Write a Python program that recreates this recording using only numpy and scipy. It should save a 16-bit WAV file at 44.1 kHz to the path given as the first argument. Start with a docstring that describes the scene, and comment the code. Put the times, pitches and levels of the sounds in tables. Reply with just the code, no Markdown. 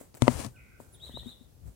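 """Two hard knocks ring the microphone's housing while a burlap sack is gathered and tied on dry grass.
Something rubs along the housing's left side; then the cloth rustles faintly, fibre slipping over fibre,
with a few light taps on the housing. Birds whistle, trill and slur, echoing among the trees,
and a light breeze rumbles on the microphone."""
import sys
import numpy as np
from scipy import signal
from scipy.fft import rfft, irfft
from scipy.io import wavfile

SR = 44100
rng = np.random.default_rng(int(sys.argv[2]) if len(sys.argv) > 2 else 0)


def wrap_up_sound(samples):
    """Save the sound to the file named by the first command line argument, as 16-bit audio."""
    columns = np.atleast_2d(samples).T
    # keep every value between -1 and 1, then stretch to whole-number steps
    tamed = np.clip(columns, -1, 1)
    steps = np.round(tamed * 32767).astype(np.int16)
    wavfile.write(sys.argv[1], SR, steps)


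N = 77175
T = np.arange(N) / SR
CUTOFF_HZ = 15900


def from_db(db):
    """Decibels to gain."""
    return 10 ** (np.asarray(db) / 20)


def rms_one(x):
    """Scale to an rms of 1."""
    return x / np.sqrt(np.mean(x ** 2) + 1e-20)


def in_time(rows, t=T):
    """Join timed breakpoints by straight lines: one curve for each column after the time."""
    times, *columns = np.transpose(rows)
    return [np.interp(t, times, column) for column in columns]


def panned(left_db):
    """Constant-power stereo gains, the left louder than the right by left_db."""
    ratio = from_db(np.atleast_1d(left_db))
    return np.array([ratio, np.ones_like(ratio)]) * np.sqrt(2 / (1 + ratio ** 2))


def drift(per_s):
    """A random wander of rms 1 that heads for a new value per_s times a second."""
    points = rng.standard_normal(4000)
    return rms_one(np.interp(T * per_s, np.arange(len(points)), points))


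def coloured(x, colour):
    """Shape a signal with an EQ curve, rolled off below 20 Hz; rms 1."""
    hz, db = np.transpose(colour)
    bins_hz = np.maximum(np.fft.rfftfreq(N, 1 / SR), 1)
    gain = from_db(np.interp(np.log(bins_hz), np.log(hz), db))
    return rms_one(irfft(rfft(x) * gain * bins_hz / np.hypot(bins_hz, 20), N))


def noise(shared):
    """Stereo white noise with a share of its power common to both sides."""
    return np.sqrt(shared) * rng.standard_normal(N) + np.sqrt(1 - shared) * rng.standard_normal((2, N))


def grains(per_s, spread_db):
    """Friction as tiny slips of uneven size, partly shared by both channels."""
    shape = (3, N)  # left, right, centre
    size = from_db(spread_db * np.minimum(rng.exponential(1, shape), 5))
    slips = (rng.random(shape) < per_s / SR) * size * rng.choice([-1, 1], shape)
    return slips[:2] + .5 * slips[2]


def decay(start, t60):
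    """An envelope that jumps to 1 at start and falls 60 dB in t60 seconds."""
    return (T >= start) * from_db(-60 * np.clip((T - start) / t60, 0, 4))


def ring(start, hz, t60):
    """A struck mode; low modes start a little later."""
    onset = start + 0.023 / hz
    return np.sin(2 * np.pi * hz * (T - onset)) * decay(onset, t60)


def tree_echoes(x, t60, build_s=0.004):
    """Diffuse echoes from the trees, different on each side."""
    tail = rng.standard_normal((2, N)) * decay(0, t60) * (1 - np.exp(-T / build_s))
    return signal.fftconvolve(x[None], tail / np.sqrt(np.sum(tail ** 2) / 2), axes=1)[:, :N]


def rumble_and_air():
    """Low rumble on the microphone: the rub's left-side bumps, then light gusts, over quiet open air."""
    # The rumble's envelope. Each row: time in seconds, level in dB, left over right in dB.
    envelope = [(0, -60.5, 2), (0.19, -60, -1), (0.30, -35, 22), (0.375, -34, 18), (0.42, -50.5, -8),
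                (0.51, -52, -0.5), (0.58, -52.5, 2), (0.68, -54.5, 1), (1.0, -55, 9), (1.1, -48.5, 0),
                (1.21, -44, 7.5), (1.35, -59.5, 3), (1.61, -52, 9.5), (1.675, -34.5, 13), (1.715, -50.5, 2),
                (1.75, -59, 4.5)]
    # EQ curves of the rumble and of the air. Each row: frequency in Hz, gain in dB.
    rumble_colour = [(20, -0.5), (55, 4.5), (85, 1), (125, -5.5), (180, -11.5), (300, -26.5), (700, -37.5),
                     (2000, -68), (16000, -104.5)]
    air_colour = [(30, -13.5), (120, 10), (250, 7.5), (500, 4), (1000, -6), (2000, -13), (4500, -11.5),
                  (8000, -11.5), (11000, -11.5), (16000, -13)]
    db, left_db = in_time(envelope)
    rumble = from_db(db) * panned(left_db) * coloured(noise(shared=.45), rumble_colour)
    air = from_db(-64) * coloured(noise(shared=0.067), air_colour)
    return rumble + air


def burlap():
    """Coarse fibres slip over each other in strokes that swell and fade."""
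    # Strokes of the cloth. Each row: peak time in seconds, level in dB, rise and fall in seconds,
    # left over right in dB.
    strokes = [(0.011, -51.5, 0.017, 0.041, -1), (0.15, -46.5, 0.0024, 0.011, 3.5),
               (0.172, -49, 0.0026, 0.013, 4), (0.344, -50, 0.067, 0.099, -2.5),
               (0.814, -56.5, 0.018, 0.069, -3.5), (0.95, -64, 0.037, 0.027, -2),
               (1.071, -56, 0.05, 0.086, -1.5), (1.19, -62.5, .03, 0.058, 3), (1.295, -59, 0.048, 0.04, -2),
               (1.43, -73, .03, 0.027, -7), (1.68, -61, .03, 0.044, -7)]
    # The cloth's EQ curve. Each row: frequency in Hz, gain in dB.
    cloth_colour = [(150, 9), (500, 12.5), (1000, 3), (2000, -2), (3500, -9), (5500, -8.5), (7800, 2.5),
                    (10500, -3), (13000, -4.5), (16000, -5)]
    level = np.zeros((2, N))
    for peak, db, rise, fall, left_db in strokes:
        swell = np.where(T < peak, np.exp(-((T - peak) / rise) ** 2), np.exp(-abs(T - peak) / fall))
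        level += from_db(db) * swell * panned(left_db)
    return level * coloured(grains(per_s=6000, spread_db=3.5), cloth_colour)


def housing_knocks():
    """Each knock or tap cracks and sets the housing ringing, mostly on the left; a soft one is dull."""
    # The hits. Each row: start in seconds, levels in dB of the deep mode, hollow mode, shell modes
    # and crack, contact low-pass in Hz, cut on the right in dB.
    hits = [(0.011, -59, -50, -31.5, -55, 580, 44), (0.1432, -45, -52, -48, -40.5, 12000, 16),
            (0.2210, -8, -10.5, -13.5, -9.5, 10200, 24), (0.2715, -43, -49, -19, -38, 1410, 40),
            (0.2799, -15.5, -8.5, 0.5, -4.5, 8300, 23.5), (0.4472, -67, -33.5, -51, -22, 8750, 14),
            (0.4572, -53, -28, -55, -40, 880, 24), (0.4647, -28.5, -47, -44, -29, 13000, 9),
            (0.8014, -47.5, -42.5, -35, -67, 1105, 16), (1.0940, -67, -41.5, -40.5, -61, 1170, 16),
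            (1.1400, -46, -35.5, -63, -73, 446, 33), (1.1720, -44, -63, -29, -60, 1080, 18.5),
            (1.2320, -52, -73, -48, -76, 1300, 5), (1.2580, -78, -33, -77, -77, 584, 34),
            (1.2667, -66, -33.5, -75, -98, 594, 29), (1.4100, -51, -41, -70, -72, 590, 27)]
    # The housing's higher modes. Each row: pitch in Hz, level in dB, time to fall 60 dB in seconds,
    # extra cut on the right in dB.
    shell_modes = [(385, -19.5, 0.046, 21.5), (587.7, -7.5, 0.027, -4), (697, -4.5, 0.016, -5.5),
                   (949, -4, 0.017, 1.5), (1164.5, -4, 0.0083, -9), (2040, -6, 0.01, 4),
                   (3000, -23, 0.016, 9)]
    crack_band = signal.butter(1, [1850, 9010], "band", fs=SR, output="sos")
    out = np.zeros((2, N))
    for start, deep_db, hollow_db, shell_db, crack_db, contact_hz, right_cut_db in hits:
        deep = from_db(deep_db) * ring(start, hz=123.7, t60=.11)
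        hollow = from_db(hollow_db) * ring(start, hz=240, t60=0.081)
        burst = rng.standard_normal((2, N)) * decay(start, t60=0.0056)
        blow = deep + hollow + from_db(crack_db) * signal.sosfilt(crack_band, burst)
        for hz, db, t60, extra_cut_db in shell_modes:
            blow -= from_db(shell_db + db) * ring(start, hz, t60) * from_db([[0], [-extra_cut_db]])
        contact = signal.butter(4, contact_hz, fs=SR, output="sos")
        out += signal.sosfilt(contact, blow) * from_db([[0], [-right_cut_db]])
    right_lead_s = 0.00015
    return np.array([out[0], np.interp(T + right_lead_s, T, out[1])])


def housing_rub():
    """Dense slips scrape along the housing's left side with a slight flicker in level."""
    # The rub's envelope. Each row: time in seconds, level in dB.
    envelope = [(0.19, -76), (0.222, -40.5), (0.26, -42.5), (0.30, -39), (0.345, -40), (0.37, -40.5),
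                (0.405, -36.5), (0.43, -40.5), (0.452, -38), (0.475, -51), (0.51, -62.5), (0.56, -83)]
    # The rub's EQ curve. Each row: frequency in Hz, gain in dB.
    rub_colour = [(60, 5), (120, 5), (170, -1.5), (240, 7), (310, 0.5), (560, -1.5), (1150, -5),
                  (1500, -11.5), (2400, -11), (3600, -15.5), (9300, -11), (12000, -22.5), (16000, -27.5)]
    db, = in_time(envelope)
    flicker_db = .8 * drift(per_s=92)
    scrape = coloured(grains(per_s=20000, spread_db=2.2), rub_colour)
    return from_db(db + flicker_db) * scrape * panned(left_db=11)


def bird_whistles():
    """Birds whistle short, gliding notes; the far ones are mostly echo."""
    # The notes. Each row: start and length in seconds, first and last pitch in Hz, level in dB,
    # echo send in dB.
    notes = [(0.555, 0.031, 2970, 2045, -58, 4.5), (0.52, 0.1, 1470, 1480, -67, 6),
             (0.657, 0.142, 1489, 1460, -69, 7), (0.92, 0.049, 9770, 9870, -55, -38),
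             (0.938, 0.023, 4030, 3160, -58.5, 2.5), (0.974, 0.023, 1830, 1880, -73.5, -11.5),
             (1.096, 0.034, 1860, 1826, -64, 3), (1.102, 0.0344, 3055, 2770, -65.5, 7),
             (1.219, 0.021, 1886, 1750, -64, -13.5)]
    direct, send = np.zeros(N), np.zeros(N)
    waver_hz = 65 * drift(per_s=200)
    for start, length, first_hz, last_hz, db, send_db in notes:
        progress = np.clip((T - start) / length, 0, 1)
        hz = first_hz + (last_hz - first_hz) * progress + waver_hz
        note = from_db(db) * np.sin(np.pi * progress) * np.sin(2 * np.pi * np.cumsum(hz) / SR)
        direct += note
        send += from_db(send_db) * note
    return direct + tree_echoes(send, t60=0.87)


def far_bird_trill():
    """A bird's quick, fading run of falling sweeps, blurred by distance."""
    start_s, length_s, sweeps_per_s = .58, .21, 54
    top_hz, bottom_hz, fade_db = 2725, 1824, 8
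    progress = (T - start_s) / length_s
    sweep = (T - start_s) * sweeps_per_s % 1
    phase = 2 * np.pi * np.cumsum(top_hz + (bottom_hz - top_hz) * sweep) / SR
    level = (progress > 0) * (progress < 1) * from_db(-62 - fade_db * progress)
    song = level * np.sqrt(np.sin(np.pi * sweep)) * np.sin(phase)
    return song + from_db(4) * tree_echoes(song, t60=0.11)


def near_bird():
    """A near bird sings four up-and-down slurs with a faint octave; fast pitch jitter makes them rasp."""
    # The phrase. Each row: start in seconds, level in dB, pitch ratio.
    slurs = [(0.999, -42, 1.0), (1.122, -40, 0.99), (1.246, -45, 0.99), (1.371, -63.5, 0.98)]
    # One slur's contour. Each row: seconds from its start, pitch in Hz, level in dB, rasp from 0 to 1.
    contour = [(0, 3245, -17, 0.24), (0.017, 3605, -12, 0.26), (0.034, 3813, -1.5, 0.12),
               (0.053, 4050, -6, 0.06), (.066, 3886, -12.5, 0.85), (.074, 3750, -6, .6),
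               (.084, 3447, -11.5, 0.4), (0.09, 3250, -28, 0.26)]
    song = np.zeros(N)
    jitter_hz = 336 * drift(per_s=894)
    for start, db, ratio in slurs:
        hz, contour_db, rasp = in_time(contour, T - start)
        phase = 2 * np.pi * np.cumsum(hz * ratio + rasp * jitter_hz) / SR
        tone = np.sin(phase) + from_db(-30.5) * np.sin(2 * phase)
        gate = (T > start) * (T < start + contour[-1][0])
        song += gate * from_db(db + contour_db) * tone
    return (song + from_db(-1) * tree_echoes(song, t60=0.29)) * panned(left_db=4)


def scene():
    """Handling sounds up close, with birds and breeze around them."""
    handling = housing_knocks() + housing_rub() + burlap()
    return handling + near_bird() + bird_whistles() + far_bird_trill() + rumble_and_air()


def record(dry):
    """The deepest rumble is cut, the hardest knock overloads softly, and the top treble is cut."""
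    rumble_cut = signal.butter(2, 62, "high", fs=SR, output="sos")
    treble_cut = signal.cheby2(16, 70, CUTOFF_HZ + 800, fs=SR, output="sos")
    trimmed = signal.sosfilt(rumble_cut, dry)
    clipped = trimmed / (1 + (trimmed / .95) ** 4) ** (1 / 4)
    return signal.sosfilt(treble_cut, clipped)


dry = scene()
out = record(dry)
wrap_up_sound(out)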